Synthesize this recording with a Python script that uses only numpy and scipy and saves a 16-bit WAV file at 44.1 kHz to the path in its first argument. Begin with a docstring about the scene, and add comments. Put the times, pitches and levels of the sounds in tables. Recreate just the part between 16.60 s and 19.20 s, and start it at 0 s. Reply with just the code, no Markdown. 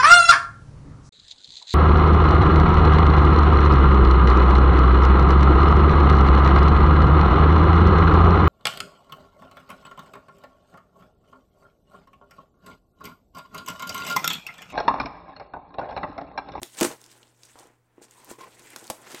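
"""A cardboard box handled close to a microphone in a small soft room, over a faint mains hum and room air.
After two light knocks a stuck strip is ripped off in a loud burst of hiss, snaps and hollow knocks; small crackles
follow, then fingers slide, grip and pry at the flaps, with louder snaps and a knock near the end.
Rubbing and scuffs are grainy noise, snaps are noise bursts with a spike, knocks are rough pushes through box modes.
"""
import sys
import numpy as np
from scipy import signal
from scipy.fft import rfft, irfft, next_fast_len
from scipy.io import wavfile
from scipy.ndimage import uniform_filter1d, map_coordinates

SR = 44100
rng = np.random.default_rng(int(sys.argv[2]) if len(sys.argv) > 2 else 0)


def transcribe(u):
    """Save the signal u as a 16-bit wav file named by the first command-line argument.

    u: samples, shape (n,) or (channels, n), limited to [-1, 1]; the rate is SR.
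    q: integer samples, one column per channel.
    """
    v = np.clip(np.atleast_2d(u).T, -1, 1)
    q = np.round(v * 32767).astype(np.int16)
    wavfile.write(sys.argv[1], SR, q)


N = 114660  # samples, 2.6 s


def amp(db):
    """Decibels to linear amplitude."""
    return 10 ** (np.asarray(db) / 20)


def unit(x):
    """Scale a signal to an rms of one."""
    return x / np.sqrt(np.mean(x ** 2) + 1e-20)


def along(points, hz):
    """Read a curve of (Hz, value) points on a log frequency axis."""
    f, v = np.transpose(points)
    return np.interp(np.log(hz + 1), np.log(f + 1), v)


def filtered(x, response):
    """Multiply the spectrum of x by a complex response of frequency."""
    m = next_fast_len(len(x) + 8192)  # room for the ringing
    spectrum = rfft(x, m) * response(np.fft.rfftfreq(m, 1 / SR))
    return irfft(spectrum, m)[:len(x)]


def wobble(rate):
    """A smooth random curve with rate knots a second."""
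    knots = rng.standard_normal(int(N * rate / SR) + 4)
    return map_coordinates(knots, [np.arange(N) * rate / SR])


def broad(f, hz, width):
    """One wide causal resonance; width is its bandwidth as a share of the centre."""
    w = hz * max(width, .1)
    return 1j * f * w / (hz * hz - f * f + 1j * f * w)


def box(f, turn):
    """Causal modes of the hollow box: turn near -1 alternates their signs, near 1 starts them together."""
    # The hollow resonances of the box. Each row: centre in Hz, width in Hz, relative level in dB.
    modes = [(136, 37, -4.5), (228, 60, -1.5), (297, 77, 1), (355.4, 36, 4.5), (456, 69.6, 1.5),
             (628, 150, -2), (828, 110, -0.5), (1031, 110, -1.5), (1380, 280, -5), (1860, 360, -6.5),
             (2430, 700, -12)]
    response = 0
    for k, (centre, width, db) in enumerate(modes):
        mode = 1j * f * width / (centre * centre - f * f + 1j * f * width)
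        response = response + turn ** k * amp(db) * mode
    return response


def friction():
    """Sliding fibres: steady noise mixed with tiny ticks of uneven size."""
    grains_per_s, grain_share = 2000, 0.4  # share of the power
    ticks = rng.exponential(size=N) * (rng.random(N) < grains_per_s / SR)
    envelope = np.sqrt(signal.lfilter([1], [1, -.9], ticks ** 2))  # each tick dies within samples
    grains = envelope * rng.standard_normal(N)
    smooth = rng.standard_normal(N)
    return np.sqrt(grain_share) * unit(grains) + np.sqrt(1 - grain_share) * smooth


def patchy(x):
    """Random gain patches over time and frequency: each bit of surface sounds a little different."""
    patch_db = 2.5  # rms
    z = signal.stft(x, nperseg=256)[2]
    field = uniform_filter1d(rng.standard_normal(z.shape), size=12, axis=0)
    field = uniform_filter1d(field, size=8, axis=1)
    return signal.istft(z * amp(patch_db * unit(field)), nperseg=256)[1][:N]


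def background():
    """Room air is coloured noise; mains hum is a sine of slowly wandering level."""
    # The mains hum. Each row: frequency in Hz, mean level in dB rms.
    hum_tones = [(120, -70)]
    # The colour of the room air. Each row: frequency in Hz, relative level in dB.
    air_colour = [(25, -6), (80, -3), (160, -9), (260, -3), (500, -13.5), (1070, -17.5), (4000, -29),
                  (16000, -30.5)]
    air_db = -73.5  # rms
    t = np.arange(N) / SR
    hum = np.zeros(N)
    for hz, db in hum_tones:
        hum += np.sqrt(2) * amp(db + 0.99 * wobble(5)) * np.sin(2 * np.pi * hz * t)
    air = unit(filtered(rng.standard_normal(N), lambda f: amp(along(air_colour, f))))
    return hum + amp(air_db) * air


def room(x):
    """Soft walls answer with noise in which each frequency dies at its own speed."""
    # How long the room rings. Each row: frequency in Hz, t60 in seconds.
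    decay = [(200, 0.14), (1500, 0.24), (12000, 0.32)]
    hz, t, z = signal.stft(rng.standard_normal(SR // 2), SR, nperseg=256)
    fade = amp(-60 * t / along(decay, hz)[:, None])
    tail = signal.istft(z * fade, SR, nperseg=256)[1]
    delayed = np.pad(x, (200, 0))  # samples before the answer
    return signal.fftconvolve(delayed, tail / np.linalg.norm(tail))[:N]


def scuffs():
    """Fingers scuff over the corrugation: resonant friction swells, flutters roughly and fades."""
    # The scuffs. Each row: start in seconds, time from start to fade in seconds, level in dB rms before the
    # flutter, centre in Hz, resonance width as a share of the centre, swell in seconds.
    scuff_list = [(0.17, .04, -51, 993, 0.44, 0.0062), (0.955, 0.075, -54.5, 835, 0.72, 0.0024),
                  (1.549, 0.11, -61, 1020, 0.23, 0.01), (1.687, 0.05, -53.5, 1037, 0.19, 0.02),
                  (1.784, 0.062, -52.5, 1060, 0.12, 0.0033), (1.94, 0.2, -59.5, 2090, 0.64, 0.028),
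                  (2.411, .17, -48, 1480, 1.47, 0.16)]
    fade_s = 0.02  # time constant
    out, t = np.zeros(N), np.arange(N) / SR
    for start, length, db, hz, width, swell in scuff_list:
        rise = np.clip((t - start) / swell, 0, 1)
        fade = np.exp(-np.clip(t - start - length, 0, 1) / fade_s)
        # a weak second resonance sits an octave above
        band = unit(filtered(friction(), lambda f: broad(f, hz, width) ** 2 + 0.13 * broad(f, 2 * hz, 0.65)))
        out += amp(db + 3.9 * wobble(70)) * rise * fade * band
    return out


def rubbing():
    """Sliding and peeling contact hisses on the paper surface and drives the box into a rumble."""
    # The course of the rubbing. Each row: time in seconds, hiss level and box rumble level in dB rms
    # before their wobble.
    course = [(0.017, -43.5, -112), (0.044, -55, -53.5), (0.111, -59, -70), (0.169, -51, -54.5),
              (0.19, -37.5, -46.5), (0.209, -50, -40), (0.222, -40, -29.5), (0.231, -20, -22),
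              (0.238, -33, -33), (0.248, -26.5, -26.5), (0.263, -39.5, -33.5), (0.285, -44, -43.5),
              (0.33, -54.5, -44.5), (0.369, -64.5, -59.5), (0.43, -59.5, -62), (0.486, -63, -61),
              (0.52, -54, -63), (0.56, -62, -60.5), (0.66, -66.5, -63.5), (0.76, -69.5, -73),
              (0.849, -58.5, -62.5), (0.98, -63, -69), (1.0, -54, -64), (1.09, -72.5, -58.5),
              (1.2, -85, -76), (1.35, -82.5, -70), (1.413, -76, -62), (1.422, -56, -63), (1.45, -57, -59),
              (1.465, -69, -64), (1.505, -65.5, -65.5), (1.517, -58.5, -64.5), (1.674, -60, -58.5),
              (1.712, -44.5, -44), (1.741, -61, -65), (1.779, -68, -65), (1.79, -54.5, -47),
              (1.87, -66, -52.5), (1.91, -59.5, -60), (2.03, -55, -58), (2.15, -57.5, -55.5),
              (2.24, -51.5, -52.5), (2.38, -66, -55.5), (2.5, -50.5, -51.5), (2.6, -49.5, -53)]
    # The colour of the paper hiss. 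Each row: frequency in Hz, relative level in dB per Hz.
    paper_colour = [(800, -40), (1500, -5.5), (2140, -7.5), (3410, -5.5), (5070, -7), (8570, -2),
                    (10300, -11.5), (13400, -14.5), (16000, -19)]
    s, hiss_db, rumble_db = np.transpose(course)
    t = np.arange(N) / SR
    hiss = unit(filtered(patchy(friction()), lambda f: amp(along(paper_colour, f))))
    rumble = unit(filtered(friction(), lambda f: box(f, -0.99)))
    hiss_gain = amp(np.interp(t, s, hiss_db) + 1.5 * wobble(60))
    rumble_gain = amp(np.interp(t, s, rumble_db) + 0.32 * wobble(33))
    touching = t > s[0]
    return touching * (hiss * hiss_gain + rumble * rumble_gain)


def knocks():
    """A short rough push rings the box modes near its centre and jolts the whole box."""
    # Knocks into the box walls. Each row: start in seconds, peak of the ring in dB, centre of the excited
    # modes in Hz, contact time constant in seconds, jolt of the whole box in dB relative to the ring peak.
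    knock_list = [(0.017, -34, 360, 0.0026, -6.5), (0.026, -30.5, 370, 0.0047, -12),
                  (0.2095, -15, 488, 0.00067, -21), (0.2149, -10, 264, 0.0044, -23),
                  (0.23, -20, 382, 0.0016, -14), (0.2471, -16, 320, 0.0021, -29),
                  (0.267, -30, 231, 0.0031, -30), (0.311, -28.5, 490, 0.0035, -18),
                  (0.9546, -39.5, 770, 0.0086, -12.5), (1.004, -39.5, 790, 0.0055, -28),
                  (1.053, -46.5, 348, 0.0026, -12.5), (1.3789, -41.5, 341, 0.0037, -20),
                  (1.4144, -42, 353, 0.004, -27), (1.7117, -31, 398, 0.0036, -12),
                  (1.784, -40, 356, 0.0018, -35), (1.995, -50.5, 237, 0.029, -7),
                  (2.159, -31, 880, 0.0075, -27), (2.224, -43, 293, 0.0042, -27),
                  (2.299, -19.5, 766, 0.0099, -15.5), (2.304, -25, 484, 0.005, -23.5),
                  (2.542, -32.5, 350, 0.0017, -37)]
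    press_s = .002  # the wall yields this long before the blow
    blow_db = 7.5  # boost of the first blow over the rough contact
    thud_hz, thud_t60 = 115, 0.031  # Hz, s
    width = 0.98  # share of the centre
    out, t = np.zeros(N + SR), np.arange(SR // 5) / SR
    for start, db, hz, contact, thud_db in knock_list:
        envelope = np.minimum(t / press_s, 1) ** 2 * np.exp(-t / max(contact, .0003))
        push = rng.standard_normal(len(t)) * envelope
        push[round(press_s * SR)] = amp(blow_db) * np.sqrt(contact * SR / 20)  # longer contact, bigger blow
        ring = filtered(push, lambda f: box(f, 0.98) * broad(f, hz, width) / (1 + 1j * f / (2 * hz)))
        thud = amp(thud_db - 60 * t / thud_t60) * np.sin(2 * np.pi * thud_hz * t)
        out[round(start * SR):][:len(t)] += amp(db) * (ring / np.abs(ring).max() + thud)
    return out[:N]


def snaps():
    """Fibre or glue swells under strain, breaks with a spike and dies as crackle in milliseconds."""
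    # Snaps of fibre and glue. Each row: start in seconds, peak in dB, centre in Hz, decay t60 in seconds.
    snap_list = [(0.0307, -12.5, 3407, 0.0052), (0.1491, -37, 3745, 0.0066), (0.1703, -28.5, 4200, 0.01),
                 (0.1945, -25.5, 3733, 0.015), (0.2021, -19, 8320, 0.012), (0.2093, -8.5, 3890, 0.025),
                 (0.2303, -8, 2735, 0.012), (0.2478, -10, 7000, 0.014), (0.2559, -25.5, 7910, 0.012),
                 (0.2636, -20.5, 8120, 0.0087), (0.2905, -29, 7820, 0.011), (0.3136, -33.5, 2795, 0.019),
                 (0.414, -37.5, 5900, 0.011), (0.4398, -37, 5200, 0.014), (0.4613, -37.5, 5140, 0.0097),
                 (0.5144, -39, 5160, 0.016), (0.6291, -41, 3660, 0.021), (0.8325, -35.5, 5300, 0.018),
                 (0.85, -39, 7100, 0.046), (0.9877, -38.5, 5470, 0.018), (0.9955, -37, 7350, 0.018),
                 (1.031, -47.5, 6880, 0.015), (1.0694, -46.5, 7740, 0.016), (1.482, -51, 2640, 0.018),
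                 (1.5092, -38.5, 7500, 0.01), (1.645, -34.5, 12500, 0.014), (1.7045, -35, 5100, 0.012),
                 (1.7123, -32.5, 12300, 0.016), (1.8084, -41, 4430, 0.023), (1.9937, -36, 7780, 0.014),
                 (2.1028, -33, 8900, 0.014), (2.1322, -38.5, 7980, 0.01), (2.1609, -22, 5760, 0.014),
                 (2.241, -34, 7700, 0.01), (2.2686, -31.5, 7300, 0.01), (2.2768, -33, 4500, 0.014),
                 (2.2993, -15.5, 6500, 0.02), (2.3025, -23.5, 8110, 0.04), (2.4184, -46, 11000, 0.01),
                 (2.516, -33, 8360, 0.017), (2.5454, -24, 2593, 0.023)]
    build_s = .0012  # swell before the break
    break_db = 12.5  # the single spike of the break over the crackle
    base_width, wider_db_per_db = 1.1, 0.53  # share of the centre at -27 dB; louder snaps are wider
    treble_hz = 10500  # treble roll-off
    out, t = np.zeros(N + SR), np.arange(SR // 10) / SR
    for start, db, hz, t60 in snap_list:
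        swell = .3 * (t / build_s) ** 2
        crackle = amp(-60 * (t - build_s) / max(t60, .002))
        force = rng.standard_normal(len(t)) * np.where(t < build_s, swell, crackle)
        force[round(build_s * SR)] = amp(break_db)
        width = base_width * amp(wider_db_per_db * (db + 27))
        burst = filtered(force, lambda f: broad(f, hz, width) / (1 + 1j * (f / treble_hz) ** 2))
        out[round(start * SR):][:len(t)] += amp(db) * burst / np.abs(burst).max()
    return out[:N]


def scene():
    """Only the snaps and knocks excite the room; the other layers stay dry."""
    room_db = -9.5
    near = snaps() + knocks()
    mix = near + amp(room_db) * room(near) + rubbing() + scuffs() + background()
    return mix[None]


def record(dry):
    """Nothing is kept above the band limit."""
    top_hz = 15900
    return filtered(dry[0], lambda hz: hz < top_hz)[None]


dry = scene()
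out = record(dry)
transcribe(out)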